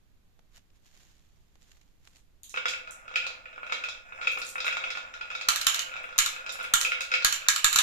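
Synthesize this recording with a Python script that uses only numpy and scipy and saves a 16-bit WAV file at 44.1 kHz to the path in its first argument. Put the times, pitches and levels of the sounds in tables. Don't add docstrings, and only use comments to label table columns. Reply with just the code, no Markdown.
import sys
import numpy as np
from scipy import signal
from scipy.fft import rfft, irfft
from scipy.io import wavfile
from scipy.ndimage import uniform_filter1d

SR = 44100
rng = np.random.default_rng(int(sys.argv[2]) if len(sys.argv) > 2 else 0)


def persist_wave(psi):
    counts = np.round(np.clip(psi, -1, 1) * 32767).astype(np.int16)
    wavfile.write(sys.argv[1], SR, np.atleast_2d(counts).T)


N = 344862

# start_s, level_db, extra_treble_db
KNOCKS = [(2.5418, -31.5, -4), (2.5616, -35, 5), (2.5733, -24.5, -3.5), (2.6557, -21.5, -1),
          (2.6836, -27.5, 17), (2.7354, -28.5, -12), (3.0544, -44.5, -19), (3.1399, -36.5, -1),
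          (3.1576, -19.5, 1.5), (3.2414, -31.5, -4), (3.2664, -30.5, 11.5), (3.4564, -37, -13),
          (3.5787, -37, -20), (3.631, -33, -15), (3.6975, -33, -5), (3.7227, -23, 2), (3.8382, -27, 2),
          (3.8864, -32.5, 15.5), (4.1224, -38, -12), (4.2718, -18, -3.5), (4.3739, -29, -5),
          (4.4166, -31, 12), (4.556, -28.5, -14), (4.5814, -30.5, -4), (4.6035, -28.5, 9.5),
          (4.6448, -28, 3), (4.6659, -24.5, 1), (4.6801, -23, -4.5), (4.7257, -28, 1), (4.7691, -26, 0.5),
          (4.8396, -26, -3), (4.9035, -28.5, 9.5), (4.9724, -31.5, 5.5), (5.1391, -36.5, 7.5),
          (5.2963, -54, -16), (5.3506, -33.5, 12), (5.412, -30.5, 7), (5.9163, -36, -7),
          (5.9647, -32.5, 0.5), (6.0402, -33.5, -13), (6.363, -35.5, 6), (6.4634, -32.5, 4.5),
          (6.493, -31, 16), (6.6093, -33, -0.5), (6.8487, -21, 1), (6.9188, -21.5, -4), (7.0075, -27, 9.5),
          (7.1167, -22.5, -1), (7.1385, -17.5, 0.5), (7.2227, -29.5, 10)]
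# start_s, level_db, extra_treble_db, thud_db, bounce_flight_times_s
DROPS = [(5.4861, -16, 0.5, -12.5, [0.073, .0541]), (5.6674, -16, 0, -12, [.077, .0475]),
         (6.1799, -24, 11, -19, []), (6.187, -15, 1.5, -7.5, [.0737]), (6.7374, -14.5, 4, -6, [0.075]),
         (7.2465, -14.5, 2, -9, [.0785]), (7.4846, -14.5, 2, -13, [0.076]), (7.644, -14, 2.5, -3, [0.084]),
         (7.7591, -16.5, 3, -26, []), (7.7871, -15.5, 1, -13, [])]
# start_s, level_db
CLINKS = [(2.0734, -74), (2.1674, -72), (2.433, -49), (2.4946, -52), (2.6927, -51), (2.9092, -51),
          (4.317, -51.5), (4.3869, -51.5), (4.4495, -51), (4.467, -48.5), (4.4904, -46), (4.6573, -52.5),
          (6.0337, -63.5), (6.5228, -46), (6.6297, -52), (6.8063, -38), (7.007, -47.5)]
# time_s, level_db
ROLL_CURVE = [(2.53, -79), (2.57, -56), (2.92, -44), (2.99, -48.5), (3.22, -46.5), (3.52, -51), (3.78, -40),
              (4.04, -49), (4.18, -40.5), (4.52, -47), (4.72, -36.5), (5.08, -43), (5.2, -41.5),
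              (5.95, -40), (6.15, -48.5), (6.38, -39.5), (7.2, -44.5), (7.82, -44.5)]
# start_s, level_db, low_body_db
TAPS = [(0.391, -50.5, -2), (0.702, -63, -22), (1.554, -53, -9), (1.716, -48.5, -33), (1.813, -55, -27),
        (2.0731, -44.5, -19)]
# peak_s, level_db, swell_s, fade_s
STROKES = [(0.572, -54.5, 0.043, 0.027), (0.76, -69, .03, 0.029), (0.862, -63, .035, 0.067),
           (0.97, -59.5, 0.052, 0.084), (1.04, -66.5, 0.13, 0.52), (1.62, -65.5, 0.013, 0.06),
           (1.715, -67.5, 0.14, 0.23), (2.054, -66, .03, 0.054), (2.16, -61, 0.05, 0.056)]

# pitch_hz, level_db, t60_s
SLOPE_MODES = [(512.4, -29, 0.18), (552, -33.5, 0.057), (634, -26.5, 0.033), (1010, -38, 0.021),
               (1285, -8.5, 0.022), (1415, -3.5, 0.05), (1695, -14, 0.027), (2090, -17.5, 0.027),
               (2287, -6.5, 0.031), (2510, -8, 0.022), (2560, -4.5, 0.027), (2750, -15, 0.039),
               (3250, -16, 0.037), (3552, -18, 0.044), (3890, -15.5, 0.022), (4080, -31, 0.0048),
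               (5100, -15.5, 0.009), (5750, -25.5, 0.0042), (7210, -28, 0.014)]
# pitch_hz, level_db, t60_s
BED_MODES = [(1170, -14.5, 0.017), (1235, -7, 0.029), (1371, -6, 0.051), (1638, -1.5, 0.037),
             (1830, -17, 0.0035), (2276, -6.5, 0.04), (2990, -0.5, 0.015), (3130, -13, 0.035),
             (3670, -2.5, 0.022), (3996, 2.5, 0.026), (4240, -7, 0.015), (6000, -20, 0.007),
             (6720, -10, 0.028), (7270, -4.5, 0.03)]

# frequency_hz, density_db
CRACK_SPECTRUM = [(200, -27), (700, -22), (950, -14), (1250, -4), (3000, -0.5), (4000, 5.5), (5000, -2),
                  (6100, -0.5), (8000, -4.5), (9200, -8), (11500, -3), (14000, -7)]
# frequency_hz, density_db
GLASS_SPECTRUM = [(700, -39), (2000, -23), (3700, -9), (5200, -6), (7200, 3.5), (9000, 1), (14000, -5)]
# frequency_hz, density_db
CLOTH_SPECTRUM = [(200, -11), (600, -5.5), (1000, -7.5), (1800, -3), (3500, -3), (5200, -6), (7000, -8),
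                  (9000, -15), (14000, -12)]
# frequency_hz, density_db
AIR_SPECTRUM = [(20, 6.5), (60, -2.5), (140, -10), (250, -15.5), (400, -19.5), (1000, -25), (4000, -29),
                (7000, -37), (9000, -37.5), (14000, -32)]
# frequency_hz, density_db
DENSE_MODES = [(150, -23), (300, -12.0), (650, -3.5), (900, -9.5), (2000, 0.5), (3000, -5.5),
               (5500, -7.5), (7500, -18.0), (10000, -22.5)]
# frequency_hz, gain_db
SOFT_CONTACT = [(230, 8), (400, 7.5), (500, -2.0), (660, 10.5), (950, 5), (1400, 4), (2000, -0.5),
                (2600, -8.0), (4000, -16), (7000, 0.0), (12000, 8)]
# frequency_hz, gain_db
BOARD_RADIATION = [(60, -27), (250, -9), (380, -11), (500, 1), (7000, -1), (9000, -5), (14000, -4)]
# frequency_hz, gain_db
BED_RADIATION = [(100, 1.5), (500, -6.5), (1100, 6.5), (2000, -0.5)]

# frequency_hz, t60_s
ROOM_T60 = [(200, 0.77), (600, 0.64), (1500, 0.4), (3000, 0.39), (7000, 0.29), (13000, 0.33)]
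# frequency_hz, gain_db
SLOPE_WET = [(500, -2), (1400, -5), (2500, 3.5), (3800, 5.5), (5200, 4.5), (7000, 4), (12000, 1)]
# frequency_hz, gain_db
TRUCK_WET = [(500, -8), (1400, -1.5), (2800, 7), (4000, -2.5), (7000, 0.5), (12000, -4)]
# frequency_hz, gain_db
CLINK_WET = [(2000, 18.4), (7000, 5.0), (13000, 4.6)]
HAND_WET = [(500, -18.0), (8000, -15.0)]
# left_delay_s, right_delay_s, relative_level_db
ECHOES = [(.0011, .0016, -4), (.0027, .0021, -7), (.0056, .0063, -10), (0.0104, .0107, -12.5),
          (0.018, .0184, -10)]

# frequency_hz, gain_db
PORT_COLOUR = [(5200, -0.5), (6200, 2), (6600, 4), (6850, 6.5), (7150, 4.5), (7500, 1.5), (8200, -0.5),
               (10000, -2.5), (14000, -2.5)]
# frequency_hz, left_minus_right_db
SLOPE_PAN = [(60, -2.5), (150, 0), (380, 1), (950, -2.5), (2380, 0), (5970, -5.5), (15000, -0.5)]
# frequency_hz, left_minus_right_db
TRUCK_PAN = [(60, -3), (120, -4.0), (240, 0), (480, -4.5), (950, -5), (1890, -2.5), (3770, -1.5),
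             (7510, -5.5), (15000, -3)]

PORT_LAG_S = 0.0003635
TAIL_LAG_S = 0.00031
EDGE_HZ = 14250
TICK_OVER_DB, TICK_SPREAD_DB, TICK_TREBLE_DB = 6, 4, 2.5
LANDING_BODY_DB = -1.5
BOUNCE_DB, BOUNCE_BODY_DB, BOUNCE_TREBLE_DB, NEXT_BOUNCE_DB = -9.5, -4.5, -1.5, -1.5
STROKE_DEPTH_DB = 16.5
FIRM_DB, BODY_PER_DB, BODY_MOST_DB = -28, 0.37, 11.5


def knocks(rows, level_db=-0.99, tick_db=-32, thock_db=-16):
    out = np.zeros((2, N))
    for start_s, db, treble_db in rows:
        body_db = min(BODY_PER_DB * (FIRM_DB - db), BODY_MOST_DB)
        tilt = [(500, 1.06 * body_db), (1450, body_db), (2200, 0.005), (2800, 0),
                (3800, 0.75 * treble_db), (5500, treble_db), (9000, 0.7 * treble_db)]
        wood = blow(ring(SLOPE_MODES, spread_db=1.5, detune=0.0067, aim_db=1), 0)
        wood = wood + blow(burst(DENSE_MODES, seconds=0.0079), thock_db)
        glass = blow(burst(GLASS_SPECTRUM, seconds=0.0023), tick_db)
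        add(out, start_s, blow(colour(wood + glass, tilt), db + level_db))
    return colour(out, BOARD_RADIATION)


def ticks(count=70):
    when, strength, treble = rng.random((count, 3)).T
    first_s = ROLL_CURVE[0][0]
    start_s = first_s + when * (N / SR - first_s)
    rolling_db = np.interp(start_s, *np.transpose(ROLL_CURVE))
    db = rolling_db + TICK_OVER_DB + TICK_SPREAD_DB * (2 * strength - 1)
    return list(zip(start_s, db, TICK_TREBLE_DB * (2 * treble - 1)))


def rolling(level_db=-5.0, bumps_per_s=420, bump_db=3, lurch_db=4.5, count=7, size=700):
    out = np.zeros((2, N))
    for _ in range(count):
        bumps = (rng.random(N) < bumps_per_s / count / SR) * rng.choice([-1, 1], N)
        lurch = np.clip(unit(uniform_filter1d(rng.standard_normal(N), size)), -2, 1)
        bump_strength = np.minimum(rng.exponential(1, N), 2)
        bumps = bumps * amp(bump_db * bump_strength + lurch_db * lurch)
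        board = ring(SLOPE_MODES, spread_db=5, detune=0.003, aim_db=1)
        out += signal.oaconvolve(bumps[None], board, axes=1)[:, :N]
    rumble = colour(colour(out, SOFT_CONTACT), BOARD_RADIATION)
    return unit(rumble) * follow(ROLL_CURVE) * amp(level_db)


def drops(level_db=.5, bed_db=-3, jostle_db=-25, jostle_s=.035, settle_db_per_s=70, count=3):
    out = np.zeros((2, N))
    for start_s, db, body_db, treble_db in landings():
        crack = blow(burst(CRACK_SPECTRUM, seconds=0.0011, rise=0.001), 0)
        bed = blow(ring(BED_MODES, spread_db=2.5, detune=0.013, aim_db=4.0), bed_db)
        tilt = [(1800, body_db), (2800, 0.0074), (4500, 0.0067), (6500, treble_db)]
        add(out, start_s, blow(colour(crack + bed, tilt), db + level_db))
        for late, strength in rng.random((count, 2)):
            late_s = 0.0028 + late * jostle_s
            clack = blow(burst(CRACK_SPECTRUM, seconds=0.001), 0)
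            clack = clack + blow(ring(BED_MODES, spread_db=5.0, detune=0.012, aim_db=9), -20)
            clack_db = .5 * db + jostle_db - settle_db_per_s * late_s + 6 * (strength - .5)
            add(out, start_s + late_s, blow(clack, clack_db))
    return colour(out, BED_RADIATION)


def landings():
    for start_s, db, treble_db, _, flights_s in DROPS:
        yield start_s, db, LANDING_BODY_DB, treble_db
        for k, late_s in enumerate(np.cumsum(flights_s)):
            bounce_db = db + BOUNCE_DB + k * NEXT_BOUNCE_DB
            yield start_s + late_s, bounce_db, BOUNCE_BODY_DB, treble_db + BOUNCE_TREBLE_DB


def thuds(level_db=-26, seconds=0.06, rise=0.00065, left_db=-14, table_hz=150, table_db=-8, table_s=0.0025):
    out, t = np.zeros((2, N)), port_times(size=12000)
    push = (1 - t / seconds) * np.exp(-t / seconds) * (1 - np.exp(-t / rise)) * amp([[left_db], [0]])
    thump = amp(table_db) * np.exp(-t / table_s) * np.sin(2 * np.pi * table_hz * t)
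    for start_s, _, _, thud_db, _ in DROPS:
        add(out, start_s + rise, (push + thump) * amp(thud_db + level_db))
    return out


def clinks(level_db=4.5):
    out = np.zeros((2, N))
    for start_s, db in CLINKS:
        add(out, start_s, blow(burst(GLASS_SPECTRUM, seconds=0.00049), db + level_db))
    return out


def hand(rustle_db=1.0, grain_db=3.5, tap_db=-7.0, body_offset_db=14, size=90):
    grain = unit(uniform_filter1d(rng.standard_normal(N), size))
    rustle = colour(rng.standard_normal((2, N)) * amp(grain_db * grain), CLOTH_SPECTRUM)
    out = unit(rustle) * strokes() * amp(rustle_db)
    for start_s, db, body_db in TAPS:
        tilt = [(400, body_db + body_offset_db), (2000, -4.0), (9000, -10)]
        tap = colour(burst(CLOTH_SPECTRUM, seconds=0.0028, rise=0.00092), tilt)
        add(out, start_s, blow(tap, db + tap_db))
    return out


def strokes():
    t = np.arange(N) / SR
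    gain = 0
    for peak_s, db, swell_s, fade_s in STROKES:
        distance = np.maximum((peak_s - t) / swell_s, (t - peak_s) / fade_s)
        gain = gain + amp(db - STROKE_DEPTH_DB * distance)
    return gain


def air(level_db=-60.5, shared=0.7, right_db=3.0):
    own = colour(rng.standard_normal((2, N)), AIR_SPECTRUM)
    common = colour(colour(rng.standard_normal((1, N)), AIR_SPECTRUM), [(300, 0.0), (900, -22)])
    return amp(level_db) * unit((own + shared * common) * amp([[0], [right_db]]))


def room(x, wet, build, echo_db, size=26000, step_count=12):
    taps = np.zeros((2, size))
    at = np.arange(0, size - step_count, step_count)
    at = at + rng.integers(0, step_count, (2, len(at)))
    np.put_along_axis(taps, at, rng.choice([-1., 1.], at.shape), 1)
    hz, t, z = signal.stft(taps, SR, nperseg=256)
    alike = np.sinc(2 * hz * TAIL_LAG_S)[:, None]
    z[1] = alike * z[0] + np.sqrt(1 - alike ** 2) * z[1]
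    decay = amp(-60 * t / read(ROOM_T60, hz)[:, None])
    tail = signal.istft(z * decay, SR)[1][:, :size]
    tail *= 1 - np.exp(-(np.arange(size) / SR / build) ** 2)
    answer = colour(unit(tail) / np.sqrt(size), wet)
    answer[:, 0] += 1
    for left_s, right_s, db in ECHOES:
        answer[[0, 1], [round(left_s * SR), round(right_s * SR)]] += amp(db + echo_db)
    return signal.oaconvolve(x, answer, axes=1)[:, :N]


def pan(x, points):
    half_db = read(points, np.fft.rfftfreq(2 * N, 1 / SR)) / 2
    return irfft(rfft(x, 2 * N) * amp([half_db, -half_db]))[:, :N]


def ring(modes, spread_db, detune, aim_db):
    hz, db, t60 = np.transpose(modes)[:, :, None, None]
    place, shift, aim = np.sqrt(3) * rng.uniform(-1.01, 1, (3, len(modes), 1, 1))
    t = port_times()
    db = db + spread_db * place + aim_db * aim * np.array([[1], [-1]])
    sign = rng.choice([-1, 1], hz.shape)
    wave = np.sin(2 * np.pi * hz * (1 + detune * shift) * t)
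    return (sign * amp(db - 60 * t / t60) * wave).sum(0)


def burst(spectrum, seconds, rise=.0001):
    t = port_times()
    envelope = (1 - np.exp(-t / rise)) * np.exp(-t / seconds)
    return colour(rng.standard_normal(t.shape) * envelope, spectrum)


def port_times(size=6000):
    return np.maximum(np.arange(size) / SR - np.array([[0], [PORT_LAG_S]]), 0)


def blow(x, db):
    return x * amp(db) / np.sqrt(np.mean(x[:, :265] ** 2) + 1e-20)


def colour(x, points, size=4096):
    log_gain = np.log(amp(read(points, abs(np.fft.fftfreq(size, 1 / SR)))))
    taps = np.fft.ifft(np.exp(np.conj(signal.hilbert(log_gain)))).real[:size // 2]
    return signal.fftconvolve(x, taps[None], axes=1)[:, :x.shape[1]]


def read(points, hz):
    f, value = np.transpose(points)
    return np.interp(np.log(hz + 1), np.log(f + 1), value)


def follow(curve):
    s, db = np.transpose(curve)
    after_db = db[-1] if s[-1] > N / SR - .1 else -120
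    return amp(np.interp(np.arange(N) / SR, s, db, left=-120, right=after_db))


def add(mix, start_s, sound):
    part = mix[:, max(round(start_s * SR), 0):][:, :sound.shape[1]]
    part += sound[:, :part.shape[1]]


def amp(db):
    return 10 ** (np.asarray(db) / 20)


def unit(x):
    return x / np.sqrt(np.mean(x ** 2) + 1e-20)


def scene(count=4):
    slope = room(rolling(), SLOPE_WET, build=0.0056, echo_db=-23)
    blows = list(KNOCKS) + ticks()
    for bend in range(count):
        slope += room(knocks(blows[bend::count]), SLOPE_WET, build=0.0022, echo_db=-8.5)
    truck = room(drops(), TRUCK_WET, build=0.0018, echo_db=-1)
    glass = room(clinks(), CLINK_WET, build=0.0045, echo_db=-6.5)
    rustle = room(hand(), HAND_WET, build=0.0029, echo_db=-23)
    return pan(slope + glass + rustle, SLOPE_PAN) + pan(truck, TRUCK_PAN) + thuds() + air()


def record(dry, ceiling=0.77):
    rounded = ceiling * np.tanh(colour(dry, PORT_COLOUR) / ceiling)
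    edge = signal.firwin(301, EDGE_HZ, window=("kaiser", 8), fs=SR)
    return signal.oaconvolve(rounded, edge[None], "same", axes=1)


dry = scene()
out = record(dry)
persist_wave(out)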